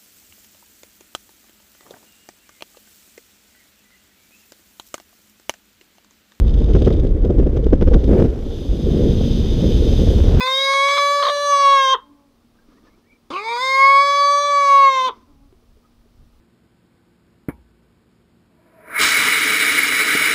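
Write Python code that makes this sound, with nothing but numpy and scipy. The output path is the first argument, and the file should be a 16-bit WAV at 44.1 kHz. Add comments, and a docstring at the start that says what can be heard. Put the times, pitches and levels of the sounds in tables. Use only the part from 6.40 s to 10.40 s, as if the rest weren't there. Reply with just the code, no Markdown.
"""Wind under an open parachute

Open air, with the microphone on the helmet, right in the flow. At first the air is broken:
eddies slap the port while sleeves and straps rustle within arm's reach. After a lull the head
turns into the stream, the buffeting steadies and a hiss rises, ringing in the camera housing."""
import sys
import numpy as np
from scipy import signal
from scipy.fft import rfft, irfft
from scipy.io import wavfile
from scipy.ndimage import uniform_filter1d

SR = 44100
rng = np.random.default_rng(int(sys.argv[2]) if len(sys.argv) > 2 else 0)


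def to_wav(sig):
    """Store sig (one row per channel, or 1-D mono) as 16-bit WAV at the path in sys.argv[1].

    Samples outside -1..1 are clipped; the rate is SR.
    """
    pcm = np.clip(np.atleast_2d(sig), -1, 1) * 32767
    pcm = np.round(pcm).astype(np.int16)
    wavfile.write(sys.argv[1], SR, pcm.T)  # frames by channels


N = 176400

# resonances of the housing around the microphone (centre [Hz], width [Hz], lift [dB])
HOUSING_RESONANCES = [(2520, 240, 3.1), (3143, 440, 7), (3630, 400, 10.8), (4230, 130, 5.4),
                      (4970, 500, 8.6), (6215, 730, 9.3)]


def from_db(db):
    """Decibels to gain."""
    return 10 ** (np.asarray(db) / 20)


def unit_rms(x):
    """Scale to unit rms."""
    return x / np.sqrt(np.mean(x ** 2) + 1e-20)


def level(rows):
    """Gain over time from rows of (time [s], level [dB])."""
    return from_db(np.interp(np.arange(N) / SR, *np.transpose(rows)))


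def noise(spectrum, resonances=()):
    """Noise of unit rms with a smooth spectrum, lifted at the given resonances."""
    hz = np.maximum(np.arange(N // 2 + 1) * SR / N, 1)
    points_hz, points_db = np.transpose(spectrum)
    db = np.interp(np.log(hz), np.log(points_hz), points_db)
    for centre, width, lift in resonances:
        db = db + lift * .5 ** ((2 * (hz - centre) / width) ** 2)
    low_hz, high_hz = .5 * points_hz[0], 2 * points_hz[-1]
    skirts = 1 / np.sqrt((1 + (hz / high_hz) ** 4) * (1 + (low_hz / hz) ** 4))
    return unit_rms(irfft(rfft(rng.standard_normal(N)) * from_db(db) * skirts, N))


def flutter(x, rate_hz, depth_db):
    """Turbulence shakes the level at random, mostly slower than rate_hz."""
    hz = np.arange(N // 2 + 1) * SR / N
    drift = unit_rms(irfft(rfft(rng.standard_normal(N)) / (1 + (hz / rate_hz) ** 2), N))
    return unit_rms(x * from_db(depth_db * np.clip(drift, -2, 2)))


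def evened(x, span_s, share):
    """Take a share of the chance swells out of a noise."""
    power = uniform_filter1d(np.abs(signal.hilbert(x)) ** 2, max(int(span_s * SR), 1))
    return unit_rms(x / (power + 1e-6) ** (.5 * share))


def rumble():
    """Large eddies rock the pressure at the microphone port: a deep rumble with a boom just above."""
    # swell of each band (time [s], level [dB])
    deep_level = [(0, -10.5), (.25, -13.5), (.75, -15), (1.25, -17), (1.82, -15), (1.95, -23), (2.15, -27),
                  (2.5, -22), (2.9, -19), (4, -13)]
    boom_level = [(0, -17.5), (1.8, -23), (2.15, -29), (2.4, -28), (2.56, -16.5), (3.1, -21.5), (3.5, -16),
                  (4, -13)]
    # colour of each band (frequency [Hz], relative density [dB])
    deep_spectrum = [(14, -36), (26, 4.5), (40, -3.5), (56, 1.5), (90, -22.5)]
    boom_spectrum = [(42, -6), (62, 4), (82, 3), (120, -4), (210, -16.5), (290, -20.5), (450, -49)]
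    deep = level(deep_level) * evened(noise(deep_spectrum), span_s=0.093, share=0.54)
    boom = level(boom_level) * evened(noise(boom_spectrum), span_s=0.11, share=1.0)
    return deep + boom


def buffet():
    """Small eddies bluster right in the port, with little above 500 Hz."""
    # strength of the bluster (time [s], level [dB])
    bluster_level = [(0, -29.5), (.18, -29), (.4, -23), (.66, -22), (.78, -27.5), (1.04, -25.5),
                     (1.61, -25.5), (1.73, -14.5), (1.84, -18), (1.88, -23.5), (2.12, -30.5), (2.42, -26.5),
                     (2.55, -16), (2.7, -18.5), (2.8, -24.5), (3.12, -23.5), (3.22, -20.5), (4, -20.5)]
    # its colour (frequency [Hz], relative density [dB])
    bluster_spectrum = [(50, -2.5), (110, -5), (230, -0.5), (340, -0.5), (480, -2.5), (580, -12),
                        (720, -25.5), (1000, -41), (2000, -39.5), (5000, -59)]
    bluster = evened(noise(bluster_spectrum), span_s=0.027, share=0.48)
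    return level(bluster_level) * flutter(bluster, rate_hz=44, depth_db=3.0)


def airstream():
    """Air streams over the helmet: a midrange rush, a hiss ringing in the housing, a fine fizz on top."""
    # swell of each band (time [s], level [dB])
    rush_level = [(0, -71), (.4, -62.5), (.75, -58.5), (1.5, -52.5), (1.8, -46), (1.92, -46.5), (2.35, -52),
                  (2.6, -54), (3.7, -43.5), (4, -35)]
    hiss_level = [(0, -60), (.45, -50), (.72, -67), (1.4, -69), (1.68, -52.5), (1.94, -63.5), (2.13, -48),
                  (2.8, -39.5), (3.65, -37.5), (4, -43.5)]
    fizz_level = [(0, -88.5), (1.5, -76.5), (1.8, -67), (2.2, -61), (3, -62), (3.7, -54), (4, -60)]
    # colour of each band (frequency [Hz], relative density [dB])
    rush_spectrum = [(300, -10.5), (700, 10), (1100, -2), (1600, -3.5), (2200, -11), (3000, -6.5),
                     (6000, -13), (14000, -62)]
    hiss_spectrum = [(700, -26), (2300, -10), (3300, -2), (4400, -7), (6400, -14), (7100, -21),
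                     (15000, -26)]
    fizz_spectrum = [(5500, 5), (7900, 7), (8650, -4.5), (9900, 6.5), (11000, 0.5), (13100, 4),
                     (14000, -6.5), (15500, -13.5)]
    rush = level(rush_level) * flutter(noise(rush_spectrum), rate_hz=190, depth_db=3.5)
    ringing_air = noise(hiss_spectrum, HOUSING_RESONANCES)
    hiss = level(hiss_level) * flutter(ringing_air, rate_hz=21, depth_db=0.74)
    fizz = level(fizz_level) * noise(fizz_spectrum)
    return rush + hiss + fizz


def cloth():
    """Sleeves and straps within arm's reach crinkle and now and then snap, heard through the housing."""
    # strength of the rustle (time [s], level [dB])
    rustle_level = [(0, -58), (.1, -52), (.46, -49), (.58, -53), (.72, -62.5), (1.25, -59.5), (1.42, -66),
                    (1.53, -48.5), (1.62, -61), (2.3, -68)]
    # snaps of cloth and straps (time [s], peak level [dB])
    snaps = [(0.081, -40), (.141, -40), (0.232, -52), (0.422, -35.5), (.459, -35), (.528, -36.5),
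             (.599, -40), (0.671, -40.5), (.85, -43), (1.175, -45), (1.244, -43.5), (1.543, -34.5),
             (1.643, -38.5)]
    # colour of the fabric (frequency [Hz], relative density [dB])
    fabric_spectrum = [(700, -11), (2000, -4.5), (3200, 1.5), (5000, -7), (6400, -13.5), (7500, -15.5),
                       (15000, -31)]
    rise_s, decay_s = 0.0023, 0.0035
    t, snap_envelope = np.arange(N) / SR, 0
    for peak_s, db in snaps:
        age = t - peak_s
        snap_envelope += from_db(db) * np.exp(-np.maximum(-age / rise_s, age / decay_s))
    crinkle = flutter(noise(fabric_spectrum, HOUSING_RESONANCES), rate_hz=84, depth_db=9.0)
    snapping = snap_envelope * noise(fabric_spectrum, HOUSING_RESONANCES)
    return level(rustle_level) * crinkle + snapping


def slaps():
    """Eddies hit the port for milliseconds: a thud, and a treble spray that pulses with its pressure."""
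    # eddies on the microphone (peak time [s], half-length [s], thud level [dB], spray level [dB])
    eddies = [(0.218, 0.0029, -15.5, -47), (0.304, 0.015, -19, -48), (0.352, 0.0026, -8.5, -31),
              (.364, 0.005, -12, -36), (0.421, 0.0057, -13, -45), (0.477, 0.0059, -7.5, -30.5),
              (0.5057, 0.001, -8.5, -29.5), (0.514, 0.0026, -13, -65), (0.648, 0.0021, -14.5, -46),
              (0.853, 0.0093, -18, -44), (0.905, 0.0049, -10, -41), (0.996, 0.0084, -11.5, -40),
              (1.031, 0.0046, -16.5, -42), (1.07, 0.005, -12, -43), (1.171, 0.0044, -21, -38.5),
              (1.268, 0.0023, -12, -38), (1.334, 0.0037, -4.5, -29.5), (1.413, 0.0019, -17, -32.5),
              (1.425, 0.0037, -9, -30.5), (1.48, 0.0038, -7.5, -31.5), (1.52, 0.0038, -14, -48),
              (1.542, 0.0046, -17.5, -28.5), (1.558, 0.0081, -10.5, -48), (1.739, 0.025, -13, -39.5),
              (1.801, 0.008, -13, -35), (1.825, 0.0027, -6.5, -33.5), (1.85, 0.0058, -12.5, -39),
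              (2.814, 0.0022, -13, -47)]
    # colour of thud and spray (frequency [Hz], relative density [dB])
    thud_spectrum = [(75, -0.5), (130, 1), (290, -1), (470, -3), (580, -14), (750, -24), (1100, -48.5),
                     (2500, -66)]
    spray_spectrum = [(300, -21.5), (700, 7.5), (1500, 0.5), (2200, -9), (3400, -9), (4200, -22.5),
                      (5100, -15.5), (6400, -20.5), (7500, -36.5), (14000, -37)]
    t, thud_power, spray_power = np.arange(N) / SR, 0, 0
    for peak_s, half_s, thud_db, spray_db in eddies:
        swell = np.exp(-.5 * ((t - peak_s) / half_s) ** 2)
        thud_power += from_db(thud_db) ** 2 * swell
        spray_power += from_db(spray_db) ** 2 * swell ** 1.45  # shorter than the thud
    pressure = evened(noise(thud_spectrum), span_s=0.0044, share=1)
    spray = evened(noise(spray_spectrum) * from_db(4 * pressure), span_s=0.006, share=0.94)
    return np.sqrt(thud_power) * pressure + np.sqrt(spray_power) * spray


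def gusts():
    """Each big eddy gives the microphone one deep shove, a few tens of milliseconds long."""
    # shoves at the port (time [s], peak level [dB])
    shoves = [(0.348, -8.5), (0.417, -14), (0.914, -13.5), (1.0, -11.5), (1.34, -9.5), (1.484, -9),
              (1.546, -6.5), (2.31, -11.5), (2.478, -13), (3.43, -12)]
    # their colour (frequency [Hz], relative density [dB])
    shove_spectrum = [(32, -6), (48, 5.5), (75, -11.5), (140, -38.5)]
    t, half_s = np.arange(N) / SR, 0.017
    swells = sum(from_db(db) * np.exp(-.5 * ((t - peak_s) / half_s) ** 2) for peak_s, db in shoves)
    return swells * evened(noise(shove_spectrum), span_s=0.035, share=0.93)


def roar():
    """A low, hollow roar joins in as the head turns the microphone into the stream."""
    # swell of the roar (time [s], level [dB])
    roar_level = [(2.1, -46), (2.4, -27), (2.6, -18.5), (3.13, -24), (3.25, -16.5), (3.36, -32), (4, -23.5)]
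    # its colour (frequency [Hz], relative density [dB])
    roar_spectrum = [(90, -6), (140, -2), (230, 1.5), (380, -32)]
    return level(roar_level) * evened(noise(roar_spectrum), span_s=0.027, share=0.81)


def scene():
    """Everything meets close up at one helmet microphone in open air."""
    return (rumble() + gusts() + roar() + buffet() + slaps() + airstream() + cloth())[None]


def record(dry):
    """The camera rounds off the highest peaks and cuts the top of the treble."""
    knee, ceiling, cutoff_hz = .7, .96, 15200
    headroom = ceiling - knee
    linear_part = np.clip(dry, -knee, knee)
    rounded = linear_part + headroom * np.tanh((dry - linear_part) / headroom)
    lowpass = signal.ellip(10, .1, 80, cutoff_hz, fs=SR, output="sos")
    return signal.sosfilt(lowpass, rounded)


dry = scene()
out = record(dry)
to_wav(out)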